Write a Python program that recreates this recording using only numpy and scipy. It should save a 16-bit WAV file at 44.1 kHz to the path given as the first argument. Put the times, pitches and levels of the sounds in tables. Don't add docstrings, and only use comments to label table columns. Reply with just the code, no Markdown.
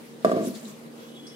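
import sys
import numpy as np
from scipy import signal
from scipy.io import wavfile

SR = 44100
rng = np.random.default_rng(int(sys.argv[2]) if len(sys.argv) > 2 else 0)


def output_pcm(signal):
    pcm = np.clip(np.atleast_2d(signal).T, -1, 1) * 32767
    wavfile.write(sys.argv[1], SR, np.round(pcm).astype(np.int16))


N = 59535
TIME = np.arange(N) / SR


def from_db(db):
    return 10 ** (np.asarray(db) / 20)


def unit_rms(x):
    return x / np.sqrt(np.mean(x ** 2) + 1e-20)


def butter(x, order, hz, kind):
    return signal.sosfilt(signal.butter(order, hz, kind, fs=SR, output="sos"), x)


def at_hz(curve, hz):
    freqs, values = np.transpose(curve)
    return np.interp(np.log(hz), np.log(freqs), values)


def drift(rate_hz):
    pole = np.exp(-80 * np.pi * rate_hz / SR)
    slow = signal.lfilter([1], [1, -2 * pole, pole * pole], rng.standard_normal(N // 40 + 2002))[2000:]
    return np.interp(np.arange(N) / 40, np.arange(len(slow)), unit_rms(slow))


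def resonate(drive, hz, t60):
    r, w = from_db(-60 / (t60 * SR)), 2 * np.pi * hz / SR
    return signal.lfilter([0, np.sin(w)], [1, -2 * r * np.cos(w), r * r], drive + 1e-18)


def diffuse_noise(gain_at, correlation):
    out, edges = 0, 25 * 2 ** (np.arange(30) / 3)
    white = rng.standard_normal((2, 2, N + 4000))
    for k, (low, high) in enumerate(zip(edges, edges[1:])):
        mid, side = butter(white[k % 2], 2, [low, high], "band")[:, -N:]
        hz = np.sqrt(low * high)
        alike = np.clip(at_hz(correlation, hz), -1, 1)
        out += gain_at(hz) * (np.sqrt(1 + alike) * mid + np.sqrt(1 - alike) * side * [[1], [-1]])
    return out


# f/Hz, relative level/dB
BED_EQ = [(25, -32), (60, -31), (100, -39), (140, -12.5), (230, -5.5), (330, -7.5), (500, -9.5), (620, -17),
          (1000, -20.5), (1800, -23), (4000, -26), (7000, -31), (10500, -30.5), (15800, -40.5)]
# t/s, level/dB
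TREBLE_LEVEL = [(0, -54.5), (.2, -56.5), (.3, -51), (.42, -52.5), (.52, -55.5), (.62, -55), (0.762, -54.5),
                (.9, -58.5), (1.03, -54.5), (1.15, -56.5), (1.35, -55.5)]
# f/Hz, left-right correlation
NOISE_IMAGE = [(60, 0.7), (130, 1), (290, 0.099), (640, 0.46), (1410, -0.33), (3100, 0.14), (6820, -0.072),
               (15000, 0.068)]
def simmer(level_db=-46, flicker_db=1.6, treble_from_hz=1500):
    times, ride_db = np.transpose(TREBLE_LEVEL)
    treble_db = np.interp(TIME, times, ride_db - ride_db.mean())
    sway_db = .5 * drift(8.0)

    def band_gain(hz):
        eq_db = at_hz(BED_EQ, hz) + treble_db * (hz > treble_from_hz)
        return from_db(eq_db + sway_db + flicker_db * drift(9.3))
    return from_db(level_db) * unit_rms(diffuse_noise(band_gain, NOISE_IMAGE))


def bubbles(per_s=220, level_db=-60.5, t60_cycles=13.6):
    strengths = from_db(5.4 * np.minimum(rng.exponential(1, N), 2)) * rng.choice([-1, 1], N)
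    bursts = strengths * (rng.random(N) < per_s / SR)
    pitch_index = rng.integers(0, 16, N)
    pops = sum(resonate(bursts * (pitch_index == k), hz, t60_cycles / hz)
               for k, hz in enumerate(np.geomspace(260, 1100, 16)))
    softened = signal.lfilter([.1], [1, -.9], pops)
    return from_db(level_db) * unit_rms(softened)


# f/Hz, rms level/dB
MOTOR_TONES = [(150, -59.5), (232.5, -49.5), (311, -59.5), (466, -56.5), (522, -62.5)]
def fan_hum(waver_hz=1.24, waver_db=1.5, side_db=-34):
    out = 0
    for hz, db in MOTOR_TONES:
        phase = 2 * np.pi * (np.cumsum(hz + waver_hz * drift(4.8)) / SR + rng.random())
        tone = np.sin(phase) + from_db(side_db) * np.cos(phase) * [[1], [-1]]
        out += np.sqrt(2) * from_db(db + waver_db * drift(7.7)) * tone
    return out


# t/s, vessel drive/dB, counter drive/dB, contact length/ms
CONTACTS = [(0.2469, -4.5, -17, 0.69), (0.2608, -36, -12, 2.5), (.279, -23, -17.5, 0.96),
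            (.296, -18.5, -31, 0.65), (.316, -9.5, -22, 0.83), (0.3314, -40, -14.5, 1.53),
            (.348, -14.5, -33, 1.25), (0.366, -14, -13.5, 1.38), (.381, -19.5, -51, 0.99),
            (.397, -17, -21, 1.82), (0.407, -29.5, -17, 0.94), (.431, -37, -18.5, 1.52),
            (.457, -28, -23, 2.3), (0.47, -39, -16, 4.36), (.497, -49, -23.5, 5.1), (.536, -45, -56, 0.47),
            (0.562, -60, -37, 1.54), (0.627, -34.5, -38.5, 1.4)]
def knocks(crack_db=-30.5, crack_t60_s=0.049, crack_db_per_db=2.2):
    forces, crack = np.zeros((2, N)), np.zeros(N)
    landing_db = CONTACTS[0][1]
    for start, vessel_db, counter_db, ms in CONTACTS:
        progress = np.clip((TIME - start) / (ms / 1000), 0, 1)
        pulse = np.sin(np.pi * progress) ** 2 * 2000 / (ms * SR)
        forces += from_db([[vessel_db], [counter_db]]) * pulse
        peak_db = crack_db + crack_db_per_db * (vessel_db - landing_db)
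        crack += from_db(peak_db - 60 * np.maximum(TIME - start, 0) / crack_t60_s) * (TIME >= start)
    return forces, crack


# t/s, vessel drive/dB, counter drive/dB, scrape level/dB
DRAG_RIDE = [(0.247, -93, -95, -60), (0.262, -64, -77, -58), (0.29, -58, -69, -49),
             (0.308, -73, -73.5, -50), (0.325, -61, -69.5, -54), (0.345, -64, -68, -68),
             (0.376, -59.5, -68, -53), (0.42, -69.5, -72, -61), (0.45, -78.5, -65.5, -69),
             (0.474, -81, -64, -68), (0.509, -79, -74, -58), (0.55, -95, -75.5, -79)]
def drag(lowpass_hz=1024):
    times, *lanes_db = np.transpose(DRAG_RIDE)
    *drives, scrape = from_db([np.interp(TIME, times, db, left=-150, right=-150) for db in lanes_db])
    roughness = unit_rms(butter(rng.standard_normal((2, N)), 2, lowpass_hz, "low"))
    return drives * roughness, scrape


# f/Hz, level/dB, t60/s, pan (left minus right)/dB
VESSEL_MODES = [(448, -7.5, 0.046, -5), (542, -10, 0.088, 1), (630, -4, 0.09, -6.5), (660.4, -11, 0.19, 9),
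                (1000, -20.5, 0.079, -7), (1136, -12.5, 0.06, 2), (1177, -9, 0.055, 6.5),
                (1390, -31, 0.049, -2), (1578, -12, 0.026, -2)]
COUNTER_MODES = [(146, -28, 0.051, 5), (219.8, -13, 0.23, 2.5), (256.7, -7.5, 0.12, 0),
                 (323.5, -4.5, 0.059, -0.5), (374, -9, 0.056, -6)]
# low f/Hz, high f/Hz, share removed (0-1)
BODY_DIPS = [(693, 970, 0.88), (1227, 1410, 0.58)]
def vessel(hiss_band_hz=(1880, 5100), left_lag_s=0.000264):
    knock_forces, crack = knocks()
    drag_forces, scrape = drag()
    hiss = unit_rms(butter(rng.standard_normal((2, N)), 1, hiss_band_hz, "band"))
    body = 0
    for force, modes in zip(knock_forces + drag_forces, (VESSEL_MODES, COUNTER_MODES)):
        for hz, db, t60, pan_db in modes:
            drive = np.gradient(force) * SR / (2 * np.pi * hz)
            body += from_db([[db + pan_db / 2], [db - pan_db / 2]]) * resonate(drive, hz, t60)
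    for low_hz, high_hz, share in BODY_DIPS:
        body -= share * butter(body, 1, [low_hz, high_hz], "band")
    left, right = body + (crack + scrape) * hiss
    return np.array([np.interp(TIME - left_lag_s, TIME, left), right])


# peak t/s, rise/s, fall/s, level/dB
RUSTLE_CUES = [(0.471, 0.042, 0.037, -41), (0.558, 0.022, 0.041, -45.5), (0.687, 0.068, 0.043, -48.5)]
# f/Hz, relative level/dB
RUSTLE_EQ = [(1060, 0.5), (1800, -0.5), (2780, -3.5), (3280, -7), (3590, 0), (6250, -2.5), (6850, 2),
             (12400, -4), (15800, -11)]
def rustles(flicker_db=3.3):
    swells = sum(from_db(db) * np.exp(-((TIME - peak) / np.where(TIME < peak, rise, fall)) ** 2)
                 for peak, rise, fall, db in RUSTLE_CUES)

    def band_gain(hz):
        return from_db(at_hz(RUSTLE_EQ, hz) + flicker_db * drift(31.0)) * (hz > RUSTLE_EQ[0][0])
    return swells * unit_rms(diffuse_noise(band_gain, NOISE_IMAGE))


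# t/s, f/Hz, resonance width/Hz, level/dB, t60/s
TICK_CUES = [(.551, 7140, 900, -46.5, 0.088), (.557, 4500, 220, -54, 0.25), (0.652, 3900, 448, -47, 0.1),
             (.921, 4800, 300, -62, 0.081), (1.088, 3710, 60, -60, 0.2), (1.148, 3760, 70, -54, 0.25),
             (1.268, 5360, 970, -46.5, 0.29), (1.267, 4800, 250, -50, 0.08), (1.268, 8950, 1200, -54, 0.24),
             (1.316, 2050, 300, -50.5, 0.058)]
def ticks():
    out = 0
    for start, hz, width_hz, db, t60 in TICK_CUES:
        filter_t60 = np.log(1000) / (np.pi * width_hz)
        noise = resonate(resonate(rng.standard_normal((2, N)), hz, filter_t60), hz, filter_t60)
        envelope = from_db(db - 60 * np.maximum(TIME - start, 0) / t60) * (TIME >= start)
        out += envelope * unit_rms(noise)
    return out


def settling_note(peak_s=0.662, rise_s=0.03, fall_s=0.045, level_db=-35.5,
                  centre_hz=222, sag_hz=16, sag_s=0.012):
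    t = TIME - peak_s
    hz = centre_hz - sag_hz * np.tanh(t / sag_s)
    swell = np.exp(-(t / np.where(t < 0, rise_s, fall_s)) ** 2)
    return from_db(level_db) * swell * np.sin(2 * np.pi * np.cumsum(hz) / SR)


# t/s, main tone level/dB, lower tone level/dB
RING_RIDE = [(0.95, -77, -85), (0.992, -72, -87), (1.026, -58.5, -80), (1.056, -58, -74), (1.094, -63, -62),
             (1.144, -62, -62), (1.166, -49, -61), (1.204, -55.5, -70), (1.23, -63, -61),
             (1.264, -47.5, -64), (1.298, -68, -71), (1.314, -53, -67), (1.35, -61, -59)]
# f/Hz, rms pitch waver/Hz
RING_TONES = [(3362, 10), (3030, 10)]
def thin_ring(flutter_db=2.5, flutter_hz=50):
    times, *lanes_db = np.transpose(RING_RIDE)
    spread = np.array([[0], [0.25]])
    out = 0
    for (hz, waver_hz), db in zip(RING_TONES, lanes_db):
        envelope = from_db(np.interp(TIME, times, db, left=-120) + flutter_db * drift(flutter_hz))
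        cycles = np.cumsum(hz + waver_hz * drift(26.0)) / SR + rng.random()
        out += envelope * np.sin(2 * np.pi * (cycles + spread))
    return np.sqrt(2) * out


# f/Hz, t60/s
REVERB_DECAY = [(120, .35), (250, .4), (600, .27), (1200, .24), (3000, .4), (8000, .3)]
# f/Hz, left-right correlation
REVERB_IMAGE = [(60, 0.52), (130, 0.74), (290, 1), (640, 0.58), (1410, -0.98), (3100, 0.28), (6820, 1),
                (15000, 0.13)]
def kitchen_reverb(send, wet_db=-8, predelay_s=0.0042):
    tail = diffuse_noise(lambda hz: from_db(-60 * TIME / at_hz(REVERB_DECAY, hz)), REVERB_IMAGE)
    tail *= np.clip(TIME / predelay_s - 1, 0, 1)
    tail /= np.sqrt(np.sum(tail ** 2) / 2)
    return from_db(wet_db) * signal.fftconvolve(send, tail, axes=1)[:, :N]


def scene(low_cut_hz=135.6):
    near = vessel() + bubbles()
    near = butter(near + kitchen_reverb(near), 6, low_cut_hz, "high")
    return near + settling_note() + ticks() + rustles() + thin_ring() + fan_hum() + simmer()


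def record(dry):
    return signal.sosfilt(signal.ellip(10, .5, 60, 15780, fs=SR, output="sos"), dry)


dry = scene()
out = record(dry)
output_pcm(out)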